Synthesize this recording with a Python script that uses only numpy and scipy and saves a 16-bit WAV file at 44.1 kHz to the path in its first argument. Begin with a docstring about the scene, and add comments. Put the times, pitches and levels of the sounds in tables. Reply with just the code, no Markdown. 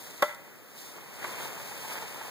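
"""Palm frond chopped and dragged

A blade chops once into a palm stalk: fibres split, the stalk rings, the grove throws the blow back.
The cut frond is gathered and dragged over dry litter: leaflets hiss, ribs crackle, the stalk knocks.
A two-port microphone with a stereo widener hears it over a faint outdoor floor."""
import sys
import numpy as np
from scipy import signal
from scipy.fft import rfft, irfft
from scipy.io import wavfile
from scipy.ndimage import uniform_filter1d

SR = 44100
rng = np.random.default_rng(int(sys.argv[2]) if len(sys.argv) > 2 else 0)


def transcribe(u):
    """Save the signal u as a 16-bit wav file named by the first command-line argument.

    u: samples, shape (n,) or (channels, n), limited to [-1, 1]; the rate is SR.
    q: integer samples, one column per channel.
    """
    v = np.clip(np.atleast_2d(u).T, -1, 1)
    q = np.round(v * 32767).astype(np.int16)
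    wavfile.write(sys.argv[1], SR, q)


N = 101429

# outdoor floor (frequency [Hz], relative density [dB])
AIR_SPECTRUM = [(25, -24), (60, -14), (130, -2.5), (400, -4.5), (900, -14), (2000, -15), (4000, -28),
                (11000, -31), (15000, -21)]
AIR_DB = -54

# frond motion: before the chop, gathering, dragging (time [s], rib level [dB], leaflet level [dB])
STIR_LEVELS = [(0.0, -51, -48.5), (0.13, -50.5, -51), (0.172, -55, -51.5), (0.2, -48, -49)]
GATHER_LEVELS = [(0.4, -59, -60.5), (0.656, -67, -61), (0.738, -64, -56), (0.752, -52, -53),
                 (0.794, -55, -46.5), (0.978, -51, -54.5), (1.074, -51.5, -55), (1.198, -45.5, -50),
                 (1.225, -42, -49)]
DRAG_LEVELS = [(1.27, -41, -46), (1.37, -41, -46), (1.452, -40, -43.5), (1.496, -44, -47.5),
               (1.826, -44.5, -46), (1.93, -39.5, -42), (1.986, -41, -46.5), (1.992, -43, -46),
               (2.028, -41, -47), (2.034, -43, -48.5), (2.2, -44, -48.5)]
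# rib crackle, leaflet hiss, rib snap, ground scrape (frequency [Hz], relative density [dB])
RIB_SPECTRUM = [(50, -14), (130, 1.5), (280, -3.5), (450, 0), (700, -3.5), (900, -1.5), (1300, -7),
                (1650, -7), (2100, -7), (2500, -8.5), (3300, -14.5), (4500, -25.5), (9000, -53)]
LEAF_SPECTRUM = [(500, -10), (2000, -13), (3500, 2), (5000, 1), (7200, 0), (9000, 0.5), (11000, -3.5),
                 (13000, -2), (15200, 0)]
SNAP_SPECTRUM = [(70, -28), (170, -1), (500, -1), (1000, 3.5), (1600, 0.5), (2200, 4), (2700, -15),
                 (3600, -18), (6000, -28)]
SCRAPE_SPECTRUM = [(80, -24), (200, -4), (390, 2), (700, -7), (1200, -6), (2200, -16), (4000, -25)]
RIB_TRIM_DB, RIB_CLICKS_PER_S, RIB_SPREAD_DB, RIB_FLUTTER_DB = -3.5, 2500, 1, 0.66
LEAF_TRIM_DB, LEAF_CLICKS_PER_S, LEAF_SPREAD_DB, LEAF_FLUTTER_DB = -3, 9000, 2, 0.74

# rib snaps, leaflet ticks, stalk knocks (time [s], level [dB])
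RIB_SNAPS = [(1.2276, -41), (1.2427, -31.5), (1.2473, -38), (1.2523, -44), (1.455, -45), (1.922, -40),
             (1.955, -37)]
LEAF_TICKS = [(0.109, -45), (.178, -43), (.347, -41.5)]
STALK_KNOCKS = [(1.456, -39.5), (1.717, -41.5), (1.849, -42.5), (1.982, -44.5), (2.024, -42),
                (2.213, -39.5), (2.266, -56)]
SNAP_T60_S, TICK_T60_S, KNOCK_PUSH_S = 0.027, 0.011, 0.00019
# fronds scraping the ground (time [s], level [dB], Gaussian sigma [s])
GROUND_SCRAPES = [(0.49, -61, .03), (0.972, -50.5, 0.023), (1.287, -50, 0.032), (1.53, -50.5, 0.029)]
# stalk modes, dragged and chopped (frequency [Hz], relative level [dB], T60 [s])
DRAGGED_MODES = [(893, 1, 0.07), (940, -4.5, .04), (1335, -2.5, .03), (1660, -4, 0.041)]
CHOPPED_MODES = [(250, -12, 0.078), (436, -19, 0.032), (609.5, 3, 0.098), (870, -8, 0.02),
                 (952, -11.5, 0.08), (1163, 1.5, 0.028), (1352, -1.5, .13), (1383, -3.5, 0.042),
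                 (1596, -13, 0.029), (1700, -9, .05), (1985, -2.5, 0.05), (2012, -1, 0.078),
                 (2065, -15, 0.3), (3590, 6, 0.057)]

# grove reverberation, splitting fibres (frequency [Hz], relative density [dB])
GROVE_SPECTRUM = [(100, -20), (350, -21), (600, -6), (800, -6), (950, 3), (1120, -11), (1350, -3),
                  (1600, -3), (2050, 4), (4000, -3)]
SPLIT_SPECTRUM = [(60, -30), (180, -13), (500, 5), (1000, 0.5), (2100, -7), (2600, -16), (3400, -9.5),
                  (4500, -44), (15000, -28)]
GROVE_DB, GROVE_ONSET_S, GROVE_T60_S = -14.5, 0.013, 0.68
ECHO_S, ECHO_SIGMA_S, ECHO_DB = 0.076, 0.014, -5
SPLIT_DB, SPLIT_T60_S = -21.5, 0.075
CRACK_S, CRACK_DB, CRACK_SIGMA_S, CRACK_TAIL_DB, CRACK_T60_S = 0.2246, -36, 0.0021, -8.5, 0.32
# blade contacts within the one chop (time [s], relative level [dB], push length [s])
BLADE_CONTACTS = [(.22305, -4.5, 0.00023), (.2248, -14.5, 0.000084), (.2266, 2, 0.00019)]
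STALK_DB = -26
FLAT_HZ, SETTLE_S = 54.4, 0.013  # the entering blade loads the stalk

# microphone ports (frequency [Hz], side re mid [dB], lean to the left [-1..1])
PORT_RESPONSE = [(60, -5.5, 0.26), (350, -9, 0.14), (700, -8, .1), (1310, 1, -0.49), (1900, 2, -0.61),
                 (3180, 0, 1), (7500, 0, .6), (10500, -0.5, 0.52), (13000, -1, 0)]
PORT_LAG_S, PORT_LAG_TOP_HZ = 0.00008, 940
WIDEN_S, LOW_CUT_HZ, HIGH_CUT_HZ = 0.000363, 64, 15450

TIME_S = np.arange(N) / SR
BIN_HZ = np.arange(N + 1) * SR / (2 * N)


def undb(db):
    """Decibels to gain."""
    return 10 ** (np.asarray(db) / 20)


def unit_rms(x):
    """Scale to rms 1."""
    return x / np.sqrt(np.mean(x ** 2))


def per_bin(table, column=1):
    """Table column at every FFT bin, interpolated over log frequency."""
    table = np.array(table, float)
    return np.interp(np.log(BIN_HZ + 1), np.log(table[:, 0]), table[:, column])


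def colour(x, spectrum):
    """Filter by a spectrum; rms 1."""
    return unit_rms(irfft(rfft(x, 2 * N) * undb(per_bin(spectrum)))[..., :N])


def noise(spectrum):
    """Independent coloured noises, rows (direct, diffuse)."""
    return colour(rng.standard_normal((2, N)), spectrum)


def decay(start_s, t60_s):
    """Instant attack, exponential decay."""
    age_s = TIME_S - start_s
    return (age_s >= 0) * np.exp(-np.log(1000) * np.maximum(age_s, 0) / t60_s)


def bell(centre_s, sigma_s):
    """Gaussian envelope, peak 1."""
    return np.exp(-0.5 * ((TIME_S - centre_s) / sigma_s) ** 2)


def wander(rate_hz):
    """Ramps between random values; rms 1."""
    hold = int(SR / rate_hz)
    steps = np.repeat(rng.standard_normal(N // hold + 1), hold)
    return unit_rms(uniform_filter1d(steps, hold)[:N])


def convolve(x, response):
    """Apply an impulse response by row."""
    return signal.fftconvolve(np.atleast_2d(x), np.atleast_2d(response), axes=1)[:, :N]


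def ring(blows, modes, flat_hz):
    """Short pushes excite damped modes that start flat_hz low and settle."""
    pushes = [(db, bell(at_s, length_s / 2)) for at_s, db, length_s in blows]
    force = sum(undb(db) * push / push.sum() for db, push in pushes)
    lag_cycles = flat_hz * SETTLE_S * (1 - np.exp(-TIME_S / SETTLE_S))
    response = sum(undb(db) * np.sin(2 * np.pi * (hz * TIME_S - lag_cycles)) * decay(0, t60_s)
                   for hz, db, t60_s in modes)
    return convolve(force, response)


def clicks(per_s, spread_db):
    """Random impulses of unequal size, rows (direct, diffuse)."""
    sizes = undb(spread_db * np.minimum(rng.exponential(size=(2, N)), 5))
    return (rng.random((2, N)) < per_s / SR) * sizes * rng.choice([-1, 1], (2, N))


def direct_only(x):
    """Add a silent diffuse row."""
    return np.vstack([x, np.zeros_like(x)])


def outdoor_floor():
    """Faint steady noise."""
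    return undb(AIR_DB) * noise(AIR_SPECTRUM)


def rustle():
    """Ribs crackle and leaflets hiss as the fronds move."""
    at_s, rib_db, leaf_db = np.vstack([STIR_LEVELS, GATHER_LEVELS, DRAG_LEVELS]).T
    rib_gain = undb(np.interp(TIME_S, at_s, rib_db) + RIB_TRIM_DB + RIB_FLUTTER_DB * wander(rate_hz=59.88))
    leaf_gain = undb(np.interp(TIME_S, at_s, leaf_db) + LEAF_TRIM_DB + LEAF_FLUTTER_DB * wander(rate_hz=80))
    crackle = colour(clicks(RIB_CLICKS_PER_S, RIB_SPREAD_DB), RIB_SPECTRUM)
    hiss = colour(clicks(LEAF_CLICKS_PER_S, LEAF_SPREAD_DB), LEAF_SPECTRUM)
    return rib_gain * crackle + leaf_gain * hiss


def handling():
    """Ribs snap, dry leaflets tick, the stalk knocks on litter, fronds scrape the ground."""
    snaps = sum(undb(db) * decay(at_s, SNAP_T60_S) for at_s, db in RIB_SNAPS) * noise(SNAP_SPECTRUM)
    ticks = sum(undb(db) * decay(at_s, TICK_T60_S) for at_s, db in LEAF_TICKS) * noise(LEAF_SPECTRUM)
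    knocks = ring([(at_s, db, KNOCK_PUSH_S) for at_s, db in STALK_KNOCKS], DRAGGED_MODES, flat_hz=0)
    scrape_gain = sum(undb(db) * bell(at_s, sigma_s) for at_s, db, sigma_s in GROUND_SCRAPES)
    scrapes = scrape_gain * colour(clicks(RIB_CLICKS_PER_S, RIB_SPREAD_DB), SCRAPE_SPECTRUM)
    return snaps + ticks + direct_only(knocks) + scrapes


def grove(blow):
    """Trees scatter the blow: a decaying tail and one smeared echo."""
    scatter = decay(GROVE_ONSET_S, GROVE_T60_S) + undb(ECHO_DB) * bell(ECHO_S, ECHO_SIGMA_S)
    response = unit_rms(scatter * noise(GROVE_SPECTRUM)) / np.sqrt(N)
    return undb(GROVE_DB) * convolve(blow, response)


def chop():
    """The blade bites with a crack, fibres split, the stalk rings, the grove answers."""
    stalk = undb(STALK_DB) * ring(BLADE_CONTACTS, CHOPPED_MODES, FLAT_HZ)
    split = undb(SPLIT_DB) * decay(BLADE_CONTACTS[0][0], SPLIT_T60_S) * noise(SPLIT_SPECTRUM)
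    bite = bell(CRACK_S, CRACK_SIGMA_S) + undb(CRACK_TAIL_DB) * decay(CRACK_S, CRACK_T60_S)
    crack = undb(CRACK_DB) * bite * noise(LEAF_SPECTRUM)
    return direct_only(stalk) + split + crack + grove(stalk + split[:1])


def scene():
    """Direct and diffuse sound at two close ports: alike in the bass, different in the treble."""
    direct, diffuse = rfft(chop() + rustle() + handling() + outdoor_floor(), 2 * N)
    lean = np.clip(per_bin(PORT_RESPONSE, column=2), -1, 1)
    blend = lean * direct + np.sqrt(1 - lean ** 2) * diffuse
    lag = 1j * np.pi * BIN_HZ * PORT_LAG_S / (1 + (BIN_HZ / PORT_LAG_TOP_HZ) ** 4)
    side = undb(per_bin(PORT_RESPONSE)) * blend + lag * direct
    return irfft(np.array([direct + side, direct - side]))[:, :N]


def record(dry):
    """Widener: each channel minus a late copy of the other; then low cut and high cut."""
    late_opposite = np.pad(dry[::-1], ((0, 0), (round(WIDEN_S * SR), 0)))[:, :N]
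    low_cut = signal.butter(2, LOW_CUT_HZ, "high", fs=SR, output="sos")
    high_cut = signal.ellip(10, 0.2, 80, HIGH_CUT_HZ, fs=SR, output="sos")
    return signal.sosfilt(high_cut, signal.sosfilt(low_cut, dry - late_opposite))


dry = scene()
out = record(dry)
transcribe(out)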